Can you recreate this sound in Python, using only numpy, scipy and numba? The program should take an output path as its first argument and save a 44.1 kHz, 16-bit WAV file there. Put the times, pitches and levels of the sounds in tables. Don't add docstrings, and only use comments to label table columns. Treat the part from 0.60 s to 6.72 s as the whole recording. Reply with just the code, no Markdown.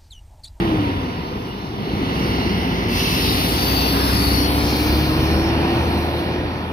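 import sys
import numpy as np
from scipy import signal
from scipy.fft import rfft, irfft
from scipy.io import wavfile
from scipy.ndimage import uniform_filter1d, map_coordinates
from numba import njit

SR = 44100
rng = np.random.default_rng(int(sys.argv[2]) if len(sys.argv) > 2 else 0)


def gain_from_decibels(decibels):
    exponent = np.asarray(decibels, float) / 20
    return 10 ** exponent


def digitize_waveform(pressure):
    field = np.atleast_2d(pressure).T
    bounded = np.clip(field, -1, 1)
    quanta = np.round(bounded * 32767).astype(np.int16)
    wavfile.write(sys.argv[1], SR, quanta)


N = 269892
T = np.arange(N) / SR
BINS = np.maximum(np.fft.rfftfreq(N, 1 / SR), 1)


def unit(x):
    return x / np.sqrt(np.mean(x ** 2))


def curves(table):
    s, *columns = np.transpose(table)
    return [np.interp(T, s, c) for c in columns]


def over_hz(table):
    hz, value = np.transpose(table)
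    return np.interp(np.log(BINS), np.log(hz), value)


def walk(rate_hz):
    hold = int(SR / rate_hz)
    steps = np.repeat(rng.standard_normal(N // hold + 1), hold)
    return 1.98 * uniform_filter1d(uniform_filter1d(steps, hold), hold)[:N]


def rise(start_s, length_s):
    return np.sin(np.pi / 2 * np.clip((T - start_s) / length_s, 0, 1)) ** 2


def both(*levels_db):
    return np.sqrt(sum(gain_from_decibels(db) ** 2 for db in levels_db))


@njit
def svf(x, hz, width):
    y, band, low = np.empty(len(x)), 0., 0.
    for i in range(len(x)):
        g, k = np.tan(np.pi * hz[i] / SR), width / hz[i]
        v = (band + g * (x[i] - low)) / (1 + g * (g + k))
        band, low, y[i] = 2 * v - band, low + 2 * g * v, k * v
    return y


# (f/Hz, correlation)
LIKENESS = [(60, .99), (125, .997), (250, .93), (500, .76), (1000, .62), (2200, .58), (4500, .68),
            (7000, .4), (10000, .28)]
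# (f/Hz, phase/rad)
TWIST = [(700, 0), (1200, 1.5), (1900, 0.5), (2500, 5.5), (3400, 8)]


def field():
    direct, scattered = rfft(rng.standard_normal((2, N)))
    like = np.clip(over_hz(LIKENESS), 0, 1)
    right = like * direct * np.exp(-1j * over_hz(TWIST)) + np.sqrt(1 - like ** 2) * scattered
    return np.array([direct, right])


def patchy(spectrum, drift_db, flicker_db, count):
    noise, hz = field() * gain_from_decibels(over_hz(spectrum)), np.array(spectrum)[:, 0]
    place = count * np.log(BINS / hz[0]) / np.log(hz[-1] / hz[0])
    out = 0
    for k in range(count + 1):
        share = np.sin(np.pi / 2 * np.clip(1 - abs(place - k), 0, 1))
        out = out + irfft(noise * share, N) * gain_from_decibels(drift_db * walk(4.05) + flicker_db * walk(14))
    return unit(out)


# (t/s, firing rate f/Hz, engine level at the phone/dB)
ENGINE = [(0.0, 79.54, -21), (0.35, 62.36, -25), (0.7, 49.7, -28), (0.95, 46.4, -30), (1.14, 50.5, -29.5),
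          (1.27, 54.89, -26), (1.45, 62.73, -23.5), (1.75, 63.16, -22), (2.25, 54.11, -22.5),
          (2.6, 59.56, -23), (2.88, 57.73, -22), (3.1, 62.3, -22), (4.0, 67.44, -22), (4.6, 73.5, -22),
          (5.15, 78.37, -22), (5.5, 79.25, -24.5), (5.8, 81.8, -26), (6.12, 84.4, -29)]


def engine_run():
    hz, engine_db = curves(ENGINE)
    return hz, engine_db, np.cumsum(hz) / SR


TONES = (1, 3 / 2, 2, 3, 13 / 3)
# (f/Hz, width/Hz, level over engine/dB, loss off throttle/dB, loss while tail is hidden/dB)
TONE_RINGS = [
    (64, 39, -2, 9, 6.5),
    (91, 42, -8.5, -4, 4),
    (146.7, 15, -6.5, 12, 7),
    (174.3, 32, -10, 13, -0.5),
    (308.7, 82, -1.5, -8, 4),
]


def engine_tones(hz, engine_db, turns, throttle, tail):
    clutch_db = 11 * (rise(.75, 0.29) - rise(1.4, 0.21))
    out = 0
    for k, (ring_hz, width_hz, db, off_db, hidden_db) in zip(TONES, TONE_RINGS):
        detune_db = 17 * np.log10(1 + (2 * (k * hz - ring_hz) / width_hz) ** 2)
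        level_db = engine_db + db - clutch_db - detune_db
        level_db = level_db - off_db * (1 - throttle) - hidden_db * (1 - tail) + .8 * walk(9)
        out = out + np.sqrt(2) * gain_from_decibels(level_db) * np.sin(2 * np.pi * (k * turns + .018 * walk(12)))
    return out


CYLINDER_DB = [-2, 0, -0.5, -0.5, 1.7, -3]
# (f/Hz, width/Hz, level/dB)
EXHAUST = [(61.3, 18.4, 9), (92.7, 16, 4), (202, 11, 10), (339, 46, 3.5)]


def firings(turns):
    count = np.floor(turns).astype(int)
    chance_db = 3.8 * rng.standard_normal(count[-1] + 1)[count]
    size = gain_from_decibels(np.array(CYLINDER_DB)[count % 6] + chance_db)
    blows = np.diff(count, prepend=0) * (size - .9)
    out = 0
    for k, (hz, width_hz, db) in enumerate(EXHAUST):
        out = out + (-1) ** k * gain_from_decibels(db) * svf(blows, np.full(N, 1. * hz), 1. * width_hz)
    return unit(out)


# (f/Hz, level per Hz/dB)
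RUMBLE = [(25, -68), (35, -29), (44, 2), (60, -6.5), (100, 1), (200, -0.5), (300, -0.5), (400, -3.5),
          (520, -23.5), (800, -14.5)]


def exhaust(turns, engine_db):
    return gain_from_decibels(engine_db) * (patchy(RUMBLE, 0.36, 0.2, count=8) + gain_from_decibels(-9.5) * firings(turns))


def knock(turns):
    return unit(1 + 0.069 * np.cos(2 * np.pi * turns) + 0.056 * np.cos(np.pi * turns))


# (f/Hz, level per Hz/dB)
DRONE = [(300, -14), (450, 3), (620, -3), (800, -0.5), (950, -0.5), (1150, -3.5), (1500, -7), (2200, -9)]


def drone(turns, engine_db, tail):
    return gain_from_decibels(engine_db - 6.0 + 2.2 * tail) * knock(turns) * patchy(DRONE, 0.78, 0.13, count=6)


# (f/Hz, level per Hz/dB)
CLATTER = [(1000, 3), (1500, -8), (2100, 0.5), (2700, 3), (3400, 2), (4200, -10.5)]


def block_clatter(turns, clatter):
    return clatter * gain_from_decibels(2.5) * knock(turns) * patchy(CLATTER, 0.44, 0.83, count=6)


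# (f/Hz, level per Hz/dB)
FIZZ = [(7200, -33), (8200, -19), (9500, 3), (11500, -13), (13500, -4), (16000, -29)]


def clatter_fizz(clatter):
    return clatter * gain_from_decibels(-25.5) * patchy(FIZZ, .5, 0.94, count=3)


# (t/s, flow level/dB)
VALVE = [
    (2.285, -47),
    (2.38, -35),
    (2.7, -34.5),
    (3.65, -35.5),
    (3.85, -38),
    (4.3, -38),
    (4.5, -43),
    (5.0, -53.5),
    (5.4, -66),
]


def valve_flow():
    return curves(VALVE)[0] - 40 * (T < VALVE[0][0])


# (f/Hz, level per Hz/dB)
HISS_MID = [(2800, -26), (3600, -5.5), (4200, 1.5), (5200, -3), (6000, -6.5), (6500, -15.5), (7300, -33),
            (8200, -77)]


def air(fan_db, flow_db):
    return both(fan_db - 19.5, 0.83 * flow_db + 1.0) * patchy(HISS_MID, 0.38, 1.18, count=6)


# (f/Hz, level per Hz/dB)
HISS_TOP = [(5800, -21), (6700, -11), (7500, -11.5), (8300, -10.5), (9200, -2.5), (10200, 4.5), (12500, 4),
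            (15000, 0.5), (16500, -11.5)]
# (t/s, half length/s, level/dB)
PUFFS = [
    (0.882, 0.043, -60),
    (5.346, .3, -50),
]


def spray(fan_db, flow_db):
    puffs_db = [db - 6 * ((T - s) / half_s) ** 2 for s, half_s, db in PUFFS]
    gain = both(fan_db - 32.5, flow_db + 1.5, *puffs_db)
    return gain * gain_from_decibels(0.44 * walk(18)) * patchy(HISS_TOP, 0.83, 0.74, count=4)


def rings(table, sharp, sag_per_s):
    noise, out = irfft(field(), N), np.zeros((2, N))
    for start, end, first_hz, db, pan_db in table:
        span = slice(max(int(start * SR), 0), min(int(end * SR), N))
        hz = first_hz * (1 - sag_per_s * (T[span] - start))
        width_hz = sharp * first_hz
        ring = unit(np.array([svf(svf(x[span], hz, width_hz), hz, width_hz) for x in noise]))
        swell = signal.windows.tukey(len(hz), .6)
        out[:, span] += ring * swell * gain_from_decibels(db + np.array([[pan_db], [-pan_db]]) / 2)
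    return out


# (start t/s, end t/s, first f/Hz, level/dB, left minus right/dB)
GRILLE = [
    (2.3, 2.897, 5480, -44, -17),
    (2.3, 2.85, 4880, -37.5, 1),
    (2.84, 3.15, 4815, -37, -8),
    (2.95, 3.42, 4685, -29.5, 4.5),
    (3.35, 3.65, 5180, -31.5, 1),
    (3.48, 4.0, 4574, -31, 9.5),
    (3.45, 3.95, 4670, -40, -10),
    (4.0, 4.25, 4300, -41, -4),
]
PIPES = [(.2, .42, 940, -36, 9), (.65, 0.893, 489, -37.5, -11), (.85, .95, 2870, -41, 1),
         (1.098, 1.448, 209, -32, -2), (1.5, 2.15, 206.6, -33, 2), (1.5, 2.203, 5540, -48.5, -10),
         (2.24, 2.74, 2680, -31, 1), (2.2, 4.6, 6970, -52.5, 3.5), (3.0, 3.35, 2680, -42, 10),
         (1.5, 2.05, 2794, -44.5, -6), (1.5, 2.0, 2210, -39, -3), (2.4, 3.1, 296, -31, 2),
         (2.5, 2.8, 3870, -39, 14), (4.55, 5.0, 5396, -43.5, -9)]
PANELS = [(0, 1.26, 975, -45.5, 14), (1.3, 2.35, 2820, -39, -6), (1.3, 2.3, 4580, -48, -4),
          (1.45, 2.6, 2140, -36.5, 2.5), (2.6, 2.9, 3910, -40.5, 6), (2.95, 4.78, 2550, -47.5, 23),
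          (3.25, 3.6, 1630, -35.5, 0), (3.95, 5, 4400, -37.5, 3.5), (4.2, 5.54, 2960, -51, -18),
          (2.5, 3.6, 803, -36, 2), (4.2, 6.1, 612, -35, -4.5), (4.5, 5.79, 770, -33.5, 1),
          (4.7, 5.896, 4360, -40.5, -3), (5.8, 6.12, 4460, -50, -11), (2.3, 3.9, 3500, -39, 11.5),
          (.4, 2.3, 5400, -56.5, -13)]


def grille():
    narrow = rings(GRILLE, .033, 0.088) + rings(PIPES, .052, 0)
    return gain_from_decibels(1.2 * walk(9)) * narrow + rings(PANELS, .17, 0.044)


def fan_level(engine_db, throttle, tail):
    return -23.5 + 0.6 * (engine_db + 22.5) + 5.3 * throttle - 3.2 * tail - 7 * rise(5.6, 0.67)


# (t/s, lag/samples)
GROUND = [(0, 10.7), (1.6, 12.6), (2.3, 11.8), (4.4, 18), (5.6, 13.3), (6.12, 11.4)]


def asphalt(x):
    heard = np.arange(N) - curves(GROUND)[0]
    return x + .17 * np.array([np.interp(heard, np.arange(N), port) for port in x])


def late(x, samples):
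    return np.array([x[0], map_coordinates(x[1], [np.arange(N) - samples], order=3, mode="nearest")])


# (t/s, lag of the right port/samples, left minus right level of the mids/dB)
BEARING = [
    (0, 16.4, -5.5),
    (.7, 18, -4.5),
    (1.7, 16.4, -2),
    (2.4, 14.2, -2),
    (3.2, 18.35, 1),
    (3.7, 17.7, 1.5),
    (4.1, 6.5, 0.5),
    (4.7, 4.3, 0),
    (6.12, 4.94, -2),
]


def at_ports(low, drone_noise, block, open_air):
    lag, pan_db = curves(BEARING)
    side = gain_from_decibels(np.array([pan_db, -pan_db]) / 2)
    return late(low, .42 * lag) + late(drone_noise, .7 * lag) + late(side * block + open_air, lag)


def scene():
    hz, engine_db, turns = engine_run()
    throttle, tail = rise(1.27, .4), rise(2.5, 1.0)
    fan_db, flow_db = fan_level(engine_db, throttle, tail), valve_flow()
    jet_db = flow_db - 5.5 * (T - VALVE[1][0])
    clatter = both(engine_db - 14.5 + 1.9 * tail, jet_db + 6.5)
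    low = engine_tones(hz, engine_db, turns, throttle, tail) + exhaust(turns, engine_db)
    block = block_clatter(turns, clatter)
    treble = asphalt(spray(fan_db, flow_db) + clatter_fizz(clatter))
    return at_ports(low, drone(turns, engine_db, tail), block, grille() + air(fan_db, flow_db)) + treble


def thin(x):
    frame, band_bins, shift = 2048, 8, 170
    from_hz, top_hz, reach_hz, under_db = 6000, 15600, 5000, -11.0
    hz, _, z = signal.stft(np.pad(x, ((0, 0), (shift, 0))), SR, "cosine", frame)
    power = abs(z) ** 2
    bins = np.arange(len(hz))
    centre = bins // band_bins * band_bins + band_bins // 2 * (hz < top_hz)
    band = uniform_filter1d(power, band_bins, axis=1)[:, centre]
    mask = uniform_filter1d(power.max(axis=0), int(reach_hz * frame / SR), axis=0)
    mask = uniform_filter1d(mask, size=12, axis=1, origin=5)
    whim_db = 1.9 * rng.standard_normal(band.shape)[:, bins // band_bins]
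    keep = (band > mask * gain_from_decibels(2 * (under_db + whim_db))) | (hz < from_hz)[:, None]
    kept = z * keep * (hz < top_hz)[:, None]
    return signal.istft(kept, SR, "cosine", frame)[1][:, shift:shift + N]


def band_limit(x):
    return signal.sosfilt(signal.butter(12, 16090, fs=SR, output="sos"), x)


# (f/Hz, left minus right level/dB)
PORTS = [(60, 2.5), (125, 1.5), (250, -1), (500, 1.3), (1300, -1.3), (4500, .2), (6500, 1), (7200, 6),
         (8300, 20), (9200, 14), (9900, 10.5), (12500, 9.3), (14000, 10.5), (15500, 17)]


def record(dry):
    tilt_db = over_hz(PORTS)
    colour = gain_from_decibels(np.array([tilt_db, -tilt_db]) / 2)
    bass_cut = 1 + (38 / BINS) ** 8
    ports = irfft(rfft(dry) * colour / bass_cut, N)
    return band_limit(thin(ports))


dry = scene()
out = record(dry)
digitize_waveform(out)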